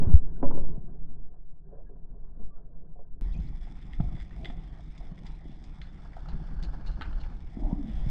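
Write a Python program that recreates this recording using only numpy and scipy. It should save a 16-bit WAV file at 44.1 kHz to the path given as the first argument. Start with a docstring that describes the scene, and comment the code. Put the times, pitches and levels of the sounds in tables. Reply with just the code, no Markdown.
"""Under water beside kelp, heard through a camera housing, a rubber-band speargun fires.
The shot is slowed fivefold: decaying low tones thump, steel modes of the shaft clank and its line taps the stock.
At full speed, filtered noise makes water rumble on the housing and line and kelp rub the gun.
Shrimp crackle as scattered clicks; wishbones, line clip and rubber bands ring short modes.
Bubbles chirp as gliding tones, and a squeezed pocket of air gurgles."""
import sys
import numpy as np
from scipy import signal
from scipy.fft import rfft, irfft, next_fast_len
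from scipy.io import wavfile
from scipy.ndimage import uniform_filter1d, map_coordinates

SR = 44100
rng = np.random.default_rng(int(sys.argv[2]) if len(sys.argv) > 2 else 0)


def to_wav(sig):
    """Store sig (one row per channel, or 1-D mono) as 16-bit WAV at the path in sys.argv[1].

    Samples outside -1..1 are clipped; the rate is SR.
    """
    pcm = np.clip(np.atleast_2d(sig), -1, 1) * 32767
    pcm = np.round(pcm).astype(np.int16)
    wavfile.write(sys.argv[1], SR, pcm.T)  # frames by channels


N = 357210
TIME = np.arange(N) / SR  # s

FULL_SPEED_AT = 3.212  # s, slow motion before it
SLOW = 5.0  # times longer and lower
EDGE_HZ = 15700  # upper band edge
THUMP_RISE_CYCLES = 0.51  # from the blow to its strongest moment
POCKET_HZ, POCKET_SAG_HZ_PER_S = 276.6, 606  # the air pocket sinks in pitch late in the squeeze

# Spectra give relative density; mode levels are relative too.
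# housing resonances: pitch_hz, width_hz, boost_db
HOUSING = [(740, 300, 12), (1250, 90, 3), (2020, 520, 12), (3472, 330, 10.5), (4980, 290, 8.5),
           (7200, 350, 1)]

# dull blows on the stock, as heard: start_s, level_db, settled_pitch_hz
THUMPS = [(0.068, -16.5, 84.2), (0.1384, -3, 65.5), (0.778, -30, 147), (0.84, -36, 156), (1.532, -48, 124),
          (2.401, -42.5, 184), (3.218, -36.5, 245), (4.0008, -16.5, 146.5), (4.02, -26.5, 84.6),
          (4.041, -30, 130), (4.146, -31.5, 122), (4.5, -33, 216), (5.117, -34, 159), (5.244, -35, 151),
          (5.455, -38.5, 260), (5.494, -38.5, 229), (7.57, -26.5, 210), (7.597, -31, 245),
          (7.7274, -18, 180), (8.064, -22.5, 135)]
# recoil rocks the gun: start_s, length_s, level_db, sway_hz
SWAYS = [(0.024, 0.21, -9.5, 4.07), (0.462, 0.19, -8, 4.53)]
# bands, then shaft, rush through the water: start_s, length_s, level_db
RUSHES = [(0, 0.1, -32.5), (.425, 0.037, -36), (.885, 0.021, -47.5)]
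# the rush at full speed: pitch_hz, density_db_per_hz
RUSH_SPECTRUM = [(100, -8.5), (250, -4.5), (500, -12), (900, 2.5), (1500, -9), (2500, -19.5), (4500, -22.5),
                 (5600, -28), (8500, -36.5), (10500, -65)]
# the shaft strikes its track: start_s, peak_db, favoured_hz (as heard)
CLANKS = [(0.016, -29, 450), (0.4267, -18.5, 700), (0.4348, -26, 750), (.4475, -35.5, 940),
          (0.509, -31, 1002), (.546, -34, 350), (0.573, -29.5, 403), (0.636, -38.5, 420), (.68, -44.5, 957)]
# steel shaft at full speed: pitch_hz, level_db, t60_s
SHAFT_MODES = [(1290, 13, 0.014), (2070, 1.5, 0.0061), (2817, 2.5, 0.036), (3490, 1.5, 0.0099),
               (4200, -6.5, 0.014), (4980, -2.5, 0.018), (7500, -12, 0.017)]
# contact noise of the shaft at full speed: pitch_hz, density_db_per_hz
SHAFT_CONTACT = [(300, -5.5), (1100, 4), (2500, 0), (5000, -8.5), (7500, -29), (11000, -35), (15500, -40),
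                 (17000, -61.5)]
# the shaft slides along its track in slow motion: start_s, length_s, level_db
SLIDES = [(0.47, 0.084, -44)]
# its slowed grinding, as heard: pitch_hz, density_db_per_hz
SLIDE_SPECTRUM = [(80, -13.5), (160, 2.5), (410, 4.5), (490, -15.5), (570, -5), (1000, -23.5),
                  (1400, -33.5), (2000, -49.5)]

# the rubber bands bump the gun: start_s, peak_db, favoured_hz
BUMPS = [(3.67, -49.5, 740), (4.0008, -35, 850), (4.5, -39.5, 700), (4.794, -47.5, 680), (5.008, -48, 740),
         (6.167, -38, 750), (6.1805, -42.5, 900), (6.257, -43, 1300), (6.287, -44, 950), (6.399, -48, 1100),
         (7.567, -46, 520)]
# hollow body of the gun: pitch_hz, level_db, t60_s
BODY_MODES = [(697, 0, 0.033), (846, -5.5, 0.026), (1300, -6, 0.029), (1820, -14.5, 0.023)]
# the wishbones touch the gun: start_s, peak_db, favoured_hz
CLINKS = [(3.9335, -43, 2200), (4.006, -48.5, 2600), (4.4462, -36, 2800), (4.4548, -31.5, 3000),
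          (4.4995, -46, 2400), (5.1769, -48.5, 1940), (5.815, -40.5, 2300)]
# steel wishbones on the bands: pitch_hz, level_db, t60_s
WISHBONE_MODES = [(1820, -1, 0.04), (1880, -7.5, 0.036), (2088, 11.5, 0.053), (3430, -5.5, 0.05),
                  (3470, 5.5, 0.064), (4720, -2, 0.033)]
# contact noise of small steel parts: pitch_hz, density_db_per_hz
STEEL_CONTACT = [(300, -20.5), (800, -8.5), (1800, 1.5), (2700, -5.5), (3400, 0.5), (4200, -10), (4800, -7),
                 (5700, -18.5), (7800, -13), (9000, -26), (10000, -36), (15000, -35)]
# loose steel rattles against the muzzle: start_s, length_s, level_db
RATTLES = [(3.633, 0.015, -61), (3.93, 0.017, -62.5), (4.15, 0.069, -60.5), (4.448, 0.018, -52),
           (4.483, 0.022, -58), (5.248, 0.02, -63)]
# the line clip knocks on the stock: start_s, peak_db
KNOCKS = [(7.011, -28.5), (7.0202, -31), (7.029, -41), (7.129, -45)]
# the line clip: pitch_hz, level_db, t60_s
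LINE_CLIP_MODES = [(872, 7, 0.053), (1210, 11, 0.035), (1324, 6, 0.056), (1525, 1.5, 0.11),
                   (2150, -1, 0.049), (2820, -9, 0.14), (3150, -12, 0.1), (4240, -15, 0.1)]

# the running line taps the stock in slow motion: start_s, peak_db, favoured_hz (as heard)
TAPS = [(1.725, -44, 550), (1.776, -45.5, 567), (1.893, -48.5, 385), (2.396, -51, 513), (2.955, -51, 695),
        (2.988, -45.5, 654)]
# the stock at full speed: pitch_hz, level_db, t60_s
STOCK_MODES = [(1904, 0.5, 0.022), (2207, 3, 0.029), (2785, -1.5, 0.026), (3573, -0.5, 0.02),
               (5250, -16, 0.031)]
# line runs out behind the shaft in slow motion: start_s, length_s, level_db
RUN_OUT = [(1.72, 0.06, -64), (2.38, 0.49, -71)]
# its slowed rubbing, as heard: pitch_hz, density_db_per_hz
RUN_OUT_SPECTRUM = [(300, -18.5), (440, 10), (570, 8.5), (680, 2.5), (800, -13.5), (1100, -19.5),
                    (1800, -44)]
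# line slides along the gun: start_s, length_s, level_db
RUBS = [(6.22, 0.073, -62), (6.6, 0.67, -57)]
# rubbing of the line: pitch_hz, density_db_per_hz
RUB_SPECTRUM = [(250, 0.5), (870, 9), (1050, 1.5), (1350, 4.5), (1700, 4), (2000, -19.5), (3000, -12.5),
                (3600, -25), (4400, -10), (9000, -38)]
# the taut line scrapes through its guide: start_s, length_s, level_db
SCRAPES = [(5.817, 0.0053, -57.5), (6.287, 0.0061, -59), (6.627, 0.014, -58), (6.863, 0.012, -54.5),
           (6.913, 0.004, -62), (7.202, 0.0091, -58.5)]
# sound of the guide: pitch_hz, density_db_per_hz
GUIDE_SPECTRUM = [(1000, -8), (2500, -6.5), (2900, 3.5), (3300, -8), (4200, 6.5), (5000, -7), (5700, -12.5),
                  (6600, -13), (8500, -27.5), (10000, -42)]
# kelp fronds brush the gun: start_s, length_s, level_db
BRUSHES = [(4.02, 0.024, -54), (4.39, 0.07, -51.5), (5.0, 0.045, -62.5), (7.6, 0.11, -52.5),
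           (7.83, 0.2, -61)]
# brushing of the kelp: pitch_hz, density_db_per_hz
KELP_SPECTRUM = [(200, -8), (330, 8.5), (500, -9), (730, 6.5), (900, -18.5), (1200, -24), (6000, -37)]

# trapped air is squeezed out, one row: start_s, length_s, level_db
SQUEEZE = (7.6, 0.293, -41.5)
# small bubbles break from it in spurts: start_s, length_s, level_db
SPURTS = [(7.64, 0.094, -52), (7.83, 0.29, -64)]
# jolts shake loose clouds of tiny bubbles: start_s, length_s, peak_db, middle_hz
SPRAYS = [(3.327, 0.13, -59, 3520), (5.816, 0.07, -52.5, 1900), (6.268, 0.1, -49.5, 950),
          (7.035, 0.077, -46, 1644)]
# single bubbles, as heard: start_s, level_db, initial_pitch_hz, length_s, glide_octaves
CHIRPS = [(0.173, -55, 1368, 0.013, 0), (0.36, -65, 1510, .03, -0), (1.864, -71, 1660, 0.041, 0),
          (2.505, -67, 1136, 0.093, 0.05), (2.563, -70.5, 1340, 0.056, -0),
          (3.322, -61.5, 3330, 0.021, 0.47), (3.341, -59, 2445, 0.046, 0.064),
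          (3.47, -65.5, 3700, 0.023, 0.9), (7.646, -45, 643, 0.029, -0.2), (7.71, -44, 575, 0.021, 0.1),
          (7.708, -48.5, 940, 0.05, 0.08)]

# the nearest snaps, mostly shrimp: start_s, peak_db, favoured_hz
SNAPS = [(4.308, -50.5, 1800), (4.1986, -51, 2000), (4.227, -54, 4600), (4.9785, -49, 5000),
         (5.267, -45, 4660), (5.64, -47, 5400), (6.132, -49, 1800), (6.627, -44, 5200), (7.235, -46, 2800)]
# far shrimp before the housing: pitch_hz, density_db_per_hz
FAR_SHRIMP = [(200, -14.5), (350, 5.5), (500, -1), (800, 0.5), (1100, -0.5), (1500, -5), (2500, -8),
              (4200, -13.5), (6000, -20), (8500, -28), (10000, -51.5), (15000, -45.5)]
# near shrimp before the housing: pitch_hz, density_db_per_hz
NEAR_SHRIMP = [(300, -23.5), (700, 3), (1400, 4.5), (2500, 1), (4500, -4.5), (6500, -6.5), (8600, -7),
               (10000, -37), (15000, -42.5)]
# common level curve of far and near shrimp: time_s, level_db
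SHRIMP_LEVEL = [(0, -51), (.8, -52.5), (1.58, -67.5), (1.74, -57), (3.12, -63), (3.25, -58.5), (5.2, -59),
                (6.8, -62.5), (7.8, -58.5), (8.1, -51)]
# water washes past as the gun swings round: start_s, length_s, level_db
WASHES = [(7.895, 0.25, -63)]
# its hiss before the housing: pitch_hz, density_db_per_hz
WASH_SPECTRUM = [(1400, 5), (2000, -7), (3550, -3), (4300, -8), (9000, -21.5)]
# the gun moves and water surges over the housing: start_s, length_s, level_db (over the resting flow)
SURGES = [(0, 0.36, 12.5), (.52, 0.2, 15), (.96, 0.24, 8.5), (1.77, 0.46, -1), (2.38, 0.048, 6.5),
          (2.71, 0.19, 3), (3.24, 0.16, 10), (4.0, 0.061, 10.5), (4.4, 0.013, 8), (6.32, 0.074, 8),
          (6.58, 0.65, 8.5), (7.65, 0.097, 9.5), (7.98, 0.11, 13.5)]
# the slowed flow, as heard: pitch_hz, density_db_per_hz
SLOW_FLOW = [(6, 7.5), (16, -3.5), (35, -10.5), (70, -27.5), (110, -37.5), (250, -65.5)]
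# full-speed flow on the housing: pitch_hz, density_db_per_hz
FLOW = [(12, -1), (28, 4), (55, -3.5), (80, -13), (115, -21), (200, -33.5), (330, -39.5), (600, -58)]
# eddies on the housing: pitch_hz, density_db_per_hz
EDDIES = [(50, -22.5), (100, -8.5), (155, 3.5), (220, -8.5), (310, -12), (420, -22.5), (600, -33.5),
          (1200, -50)]


def recoil():
    """Oscillation: the recoiling gun rocks at a few hertz while each sway swells and dies."""
    out = np.zeros(N)
    for s, length, db, hz in SWAYS:
        swell = strokes([(s, length, db)], rise_s=0.023, fall_s=0.042)
        out += swell * np.cos(2 * np.pi * hz * (TIME - s))
    return out


def rush():
    """Turbulence: bands and shaft tear through water as clicks and noise, slowed."""
    tear = unit(grains(350, 1.9) + 1.7 * rng.standard_normal(N))
    gain = strokes(RUSHES, rise_s=0.021, fall_s=0.039)
    return gain * unit(colour(tear, RUSH_SPECTRUM, SLOW, housed=True))


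def thumps(sag=0.043, push=0.19):
    """Heavy damping: water stills each blow within a few cycles, and its pitch sags as it dies."""
    out, t = np.zeros(N), np.arange(SR // 3) / SR
    for s, db, hz in THUMPS:
        u = t * hz / THUMP_RISE_CYCLES
        turns = np.cumsum(hz * (1 + sag * np.exp(-u / 2))) / SR
        envelope = (u * np.exp(1 - u)) ** 1.17
        add(out, s, amp(db) * envelope * (push - np.sin(2 * np.pi * turns)))
    return out


def clanks(crack_db=0.0, contact_s=0.00026, octaves=2.3):
    """Modal excitation: the shaft's slowed steel modes ring above a rough contact crack."""
    out, t = np.zeros(N), np.arange(SR // 2) / SR / SLOW
    cushion = 1 - np.exp(-t / contact_s)  # water cushions the first touch
    for s, db, hz in CLANKS:
        crack = colour(burst(t, 0.00077, 0.01, -20) * cushion, SHAFT_CONTACT, SLOW)
        lowpass = signal.butter(6, 1500, fs=SR, output="sos")
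        steel = signal.sosfilt(lowpass, ring(t, SHAFT_MODES) * cushion)
        blow = peaked(steel, 0) + peaked(crack, crack_db)
        add(out, s, peaked(struck(blow, hz, octaves), db))
    return out


def bumps(octaves=0.7, contact_s=0.0006, crack_db=-4.5):
    """Soft impact: rubber rings only the low, hollow modes of the gun."""
    out, t = np.zeros(N), np.arange(SR // 6) / SR
    cushion = 1 - np.exp(-t / contact_s)
    slap_spectrum = [(300, -11.5), (520, -7), (750, 1), (1400, -6.5), (2600, -13.5), (8000, -18.5)]
    for s, db, hz in BUMPS:
        slap = colour(burst(t, 0.0026, 0.031, -12.5) * cushion, slap_spectrum)
        bump = peaked(ring(t, BODY_MODES) * cushion, 0) + peaked(slap, crack_db)
        add(out, s, peaked(struck(bump, hz, octaves), db))
    return out


def clinks(octaves=0.71, crack_db=4.0, contact_s=0.00048):
    """Modal excitation: a rough clack through the housing, with a short ring of the wishbone."""
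    out, t = np.zeros(N), np.arange(SR // 4) / SR
    cushion = 1 - np.exp(-t / contact_s)
    for s, db, hz in CLINKS:
        clack = colour(burst(t, 0.0015, 0.036, -26.0) * cushion, STEEL_CONTACT, housed=True)
        touch = peaked(ring(t, WISHBONE_MODES) * cushion, -3.5) + peaked(clack, crack_db)
        add(out, s, peaked(struck(touch, hz, octaves), db))
    return out


def rattles(per_s=600, spread_db=5.5):
    """Repeated impact: many tiny steel contacts are coloured by the housing."""
    contacts = grains(per_s, spread_db) + 0.42 * rng.standard_normal(N)
    gain = strokes(RATTLES, rise_s=0.002, fall_s=0.013)
    return gain * unit(colour(contacts, STEEL_CONTACT, housed=True))


def knocks(crack_db=4, contact_s=0.00023):
    """Modal excitation: the line clip rings as it hits the stock and bounces, with a rough tail."""
    out, t = np.zeros(N), np.arange(SR // 4) / SR
    cushion = 1 - np.exp(-t / contact_s)
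    crack_spectrum = [(400, 7.5), (800, -6.0), (1400, 17.5), (2200, 2.5),
                      (4200, 0.0), (5200, -21), (8500, -25), (10000, -52)]
    for s, db in KNOCKS:
        crack = colour(burst(t, 0.002, 0.025, -13), crack_spectrum)
        knock = peaked(ring(t, LINE_CLIP_MODES) * cushion, 0) + peaked(crack, crack_db)
        add(out, s, peaked(knock, db))
    return out


def taps(octaves=0.5, contact_s=0.00044, crack_db=-5):
    """Time stretching: each slowed tap of the line is a hollow knock that rings the stock."""
    out, t = np.zeros(N), np.arange(SR // 3) / SR / SLOW
    cushion = 1 - np.exp(-t / contact_s)
    for s, db, hz in TAPS:
        crack = colour(burst(t, 0.00073, 0.0071, -7.5) * cushion, SHAFT_CONTACT, SLOW)
        knock = peaked(ring(t, STOCK_MODES) * cushion, 0) + peaked(crack, crack_db)
        add(out, s, peaked(struck(knock, hz, octaves), db))
    return out


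def rub(rows, spectrum, rise_s, fall_s):
    """Stick-slip friction: a sliding contact sounds as many tiny slips of uneven strength."""
    slips = grains(900, 1.7) + 0.62 * rng.standard_normal(N)
    uneven = slips * amp(2.3 * drift(70))
    return strokes(rows, rise_s, fall_s) * unit(colour(uneven, spectrum))


def gurgle(sag_after_s=0.19, slack_hz=195, small_hz=690, wander=0.1, throb_wander=0.0807,
           throb_db=4, churn=0.88):
    """Bubble resonance: a squeezed pocket throbs and sinks in pitch as small bubbles break from it."""
    sagging_s = np.maximum(TIME - SQUEEZE[0] - sag_after_s, 0)
    pocket_hz = np.maximum(POCKET_HZ - POCKET_SAG_HZ_PER_S * sagging_s, slack_hz)
    turns = np.cumsum(pocket_hz * (1 + throb_wander * drift(90))) / SR
    throb = np.sin(2 * np.pi * turns) * amp(throb_db * drift(70))
    churning = resonate(grains(500, 0.42), pocket_hz * 0.85, 100)
    pocket = unit(unit(throb) + churn * churning) * strokes([SQUEEZE], rise_s=0.015, fall_s=0.05)
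    small = resonate(grains(500, 2.0), small_hz * (1 + wander * drift(25)), 190)
    return pocket + small * strokes(SPURTS, rise_s=0.05, fall_s=0.032)


def blip(hz, cycles, rise):
    """Bubble resonance: one bubble rings briefly and rises in pitch."""
    u = np.arange(int(3 * cycles * SR / hz)) * hz / (cycles * SR)
    envelope = 3 * u * np.exp(1 - 3 * u)
    return envelope * np.sin(2 * np.pi * cycles * (u + rise * u * u / 4))


def sprays(octaves=0.894, cycles=9, rise=0.33, spread_db=12, thinning_db=9, count=70):
    """Superposition: a jolt frees a cloud of tiny bubbles, fainter as it goes."""
    out = np.zeros(N)
    for s, length, db, hz in SPRAYS:
        cloud = np.zeros(SR // 2)
        for when, size, faint in rng.random((count, 3)):
            bubble = blip(hz * 2 ** (octaves * (2 * size - 1)), cycles, rise)
            add(cloud, when * length, amp(-spread_db * faint - thinning_db * when) * bubble)
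        add(out, s, peaked(cloud, db))
    return out


def chirps(waver=0.025):
    """Frequency modulation: each tiny bubble rings with an unsteady pitch, gliding where its row says."""
    out = np.zeros(N)
    for s, db, hz, length, glide in CHIRPS:
        u = np.linspace(0, 1, int(length * SR))
        pitch = hz * 2 ** (glide * u) * (1 + waver * drift(8 / length)[:len(u)])
        add(out, s, amp(db) * np.sin(np.pi * u ** 0.34) * np.sin(2 * np.pi * np.cumsum(pitch) / SR))
    return out


def snaps(octaves=0.54, crack_s=0.00096, tail_s=0.016, tail_db=-17, contact_s=0.00067):
    """Impulse and scattering: a near snap is a smeared crack and its tail through the housing."""
    out, t = np.zeros(N), np.arange(SR // 5) / SR
    for s, db, hz in SNAPS:
        crack = burst(t, crack_s, tail_s, tail_db) * (1 - np.exp(-t / contact_s))
        add(out, s, peaked(struck(colour(crack, NEAR_SHRIMP, housed=True), hz, octaves), db))
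    return out


def click(db=-38, decay_s=0.0015):
    """Step discontinuity: a sharp click as the sound jumps to full speed."""
    return amp(db) * (TIME >= FULL_SPEED_AT) * np.exp(-abs(TIME - FULL_SPEED_AT) / decay_s)


def wash():
    """Turbulence: fast water hisses along the housing."""
    hiss = unit(colour(rng.standard_normal(N), WASH_SPECTRUM, housed=True))
    return strokes(WASHES, rise_s=0.04, fall_s=0.1) * hiss


def shrimp(slow, hiss_db, crackle_db):
    """Superposition: countless far shrimp merge into a wavering hiss; nearer ones crackle out of it."""
    hiss = colour(rng.standard_normal(N) * amp(1.3 * drift(60 / slow)), FAR_SHRIMP, slow, housed=True)
    hiss = unit(patchy(hiss, patchy_db=3.2))
    warped_s = TIME + 0.004 * drift(7 / slow)  # playing position wanders by milliseconds
    hiss = map_coordinates(hiss, [warped_s * SR], mode="mirror")
    scatter = burst(np.arange(SR // 4) / SR / slow, 0.0012, 0.0068, -17.0)
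    clicks = signal.fftconvolve(grains(220 / slow, 2.6), scatter)[:N]
    crackle = unit(colour(clicks, NEAR_SHRIMP, slow, housed=True))
    level = amp(np.interp(TIME, *np.transpose(SHRIMP_LEVEL)))
    return (amp(hiss_db) * hiss + amp(crackle_db) * crackle) * level


def water(spectrum, flow_db, eddy_db, eddy_power, lumpy_db, lumps_per_s, rise_s, fall_s):
    """Flow noise: surges shake the housing, and eddies grow as a power of the flow."""
    flow = np.hypot(1, strokes(SURGES, rise_s, fall_s))
    rumble = unit(colour(rng.standard_normal(N), spectrum))
    eddies = unit(colour(rng.standard_normal(N), EDDIES) * amp(lumpy_db * drift(lumps_per_s)))
    return amp(flow_db) * flow * rumble + amp(eddy_db) * flow ** eddy_power * eddies


def amp(db):
    """Logarithmic level: decibels to gain."""
    return 10 ** (np.asarray(db) / 20)


def unit(x):
    """Normalisation: scales to an rms of one."""
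    return x / np.sqrt(np.mean(x ** 2) + 1e-20)


def peaked(x, db):
    """Normalisation: scales to a peak level."""
    return amp(db) * x / abs(x).max()


def add(mix, s, sound):
    """Superposition: mixes a sound in at time s."""
    part = mix[max(round(s * SR), 0):][:len(sound)]
    part += sound[:len(part)]


def colour(x, spectrum, slow=1, housed=False):
    """Minimum-phase filtering by a spectrum and, if housed, the housing; slow lowers every frequency."""
    size = 2 * next_fast_len(len(x))
    hz = np.fft.rfftfreq(size, 1 / SR) * slow
    f, db = np.transpose(spectrum)
    db = np.interp(np.log(hz + 1), np.log(f), db)
    db = db - 40 * np.log10(np.maximum(hz / f[-1], 1))  # 12 dB per octave down past the last point
    if housed:
        db = db + sum(peak / (1 + (2 * (hz - centre) / width) ** 2) for centre, width, peak in HOUSING)
    log_gain = np.log(amp(np.r_[db, db[-2:0:-1]]))
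    response = np.exp(np.conj(signal.hilbert(log_gain)))[:len(hz)]  # phase follows from the gain
    return irfft(rfft(x, size) * response)[:len(x)]


def struck(x, hz, octaves):
    """Impact spectrum: a blow favours the range around hz."""
    skirt = 2 ** octaves
    return colour(x, [(hz / 8, -28), (hz / skirt, -8), (hz, 0), (hz * skirt, -8), (16000, -26)])


def drift(per_s):
    """Random fluctuation: joined chance values with an rms of one."""
    s = np.arange(0, TIME[-1] + 1, 1 / per_s)
    return unit(np.interp(TIME, s, rng.standard_normal(len(s))))


def grains(per_s, spread_db):
    """Poisson-like impulses: random clicks, most small and a few large."""
    present = rng.random(N) < per_s / SR
    sizes = amp(spread_db * np.minimum(rng.exponential(1, N), 4))
    return unit(present * rng.choice([-1, 1], N) * sizes)


def burst(t, crack_s, tail_s, tail_db):
    """Exponential decay: a short noise crack and the scatter that follows it."""
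    return rng.standard_normal(len(t)) * (np.exp(-t / crack_s) + amp(tail_db) * np.exp(-t / tail_s))


def ring(t, modes):
    """Modal superposition: damped sines, each with a random phase, after one blow."""
    return sum(amp(db - 60 * t / t60) * np.sin(2 * np.pi * (hz * t + rng.random()))
               for hz, db, t60 in modes)


def resonate(x, hz, width):
    """Heterodyne resonance: a steep filter follows the curve hz."""
    turn, r = np.exp(2j * np.pi * np.cumsum(hz) / SR), np.exp(-np.pi * width / SR)
    baseband = signal.lfilter([1], [1, -2 * r, r * r], x / turn)
    return unit((turn * baseband).real)


def patchy(x, patchy_db):
    """Spectral fluctuation: moving water favours now one pitch range, now another."""
    z = signal.stft(x, nperseg=512)[2]
    patches = uniform_filter1d(rng.standard_normal(z.shape), size=9, axis=0)  # across pitch
    patches = uniform_filter1d(patches, size=10, axis=1)  # along time
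    return signal.istft(z * amp(patchy_db * unit(patches)))[1][:len(x)]


def strokes(rows, rise_s, fall_s):
    """Power summation: gain of movements that each swell, hold for their length and die away."""
    power = np.zeros(N)
    for s, length, db in rows:
        before, after = np.maximum(s - TIME, 0), np.maximum(TIME - s - length, 0)
        power += (amp(db) * np.exp(-before / rise_s - after / fall_s)) ** 2
    return np.sqrt(power)


def scene():
    """Superposition: gun, line, kelp and bubbles over slowed water that gives way to full speed."""
    gun = recoil() + rush() + clanks() + rub(SLIDES, SLIDE_SPECTRUM, rise_s=0.03, fall_s=0.12)
    gun += thumps() + bumps() + clinks() + rattles() + knocks()
    line = taps() + rub(RUN_OUT, RUN_OUT_SPECTRUM, rise_s=0.024, fall_s=0.11)
    line += rub(RUBS, RUB_SPECTRUM, rise_s=0.36, fall_s=0.13)
    line += rub(SCRAPES, GUIDE_SPECTRUM, rise_s=0.0013, fall_s=0.018)
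    kelp = rub(BRUSHES, KELP_SPECTRUM, rise_s=0.023, fall_s=0.065)
    bubbles = gurgle() + sprays() + chirps()

    slowed = water(SLOW_FLOW, flow_db=-36.0, eddy_db=-63.5, eddy_power=1.28,
                   lumpy_db=0.5, lumps_per_s=15, rise_s=0.12, fall_s=0.088)
    slowed += shrimp(SLOW, hiss_db=-0.5, crackle_db=-16)
    running = water(FLOW, flow_db=-40, eddy_db=-51.0, eddy_power=0.48,
                    lumpy_db=2.5, lumps_per_s=45, rise_s=0.056, fall_s=0.18)
    running += shrimp(0.99, hiss_db=-5.0, crackle_db=-12.5)
    speed_up = np.clip((TIME - FULL_SPEED_AT) / 0.004, 0, 1)  # 4 ms crossfade
    bed = (1 - speed_up) * slowed + speed_up * running + click() + wash()
    return (gun + line + kelp + bubbles + snaps() + bed)[None]


def record(dry):
    """Band limitation: a steep linear-phase low-pass at the upper edge of the camera."""
    lowpass = signal.firwin(511, EDGE_HZ, window=("kaiser", 9), fs=SR)
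    return signal.oaconvolve(dry, lowpass[None], "same")


dry = scene()
out = record(dry)
to_wav(out)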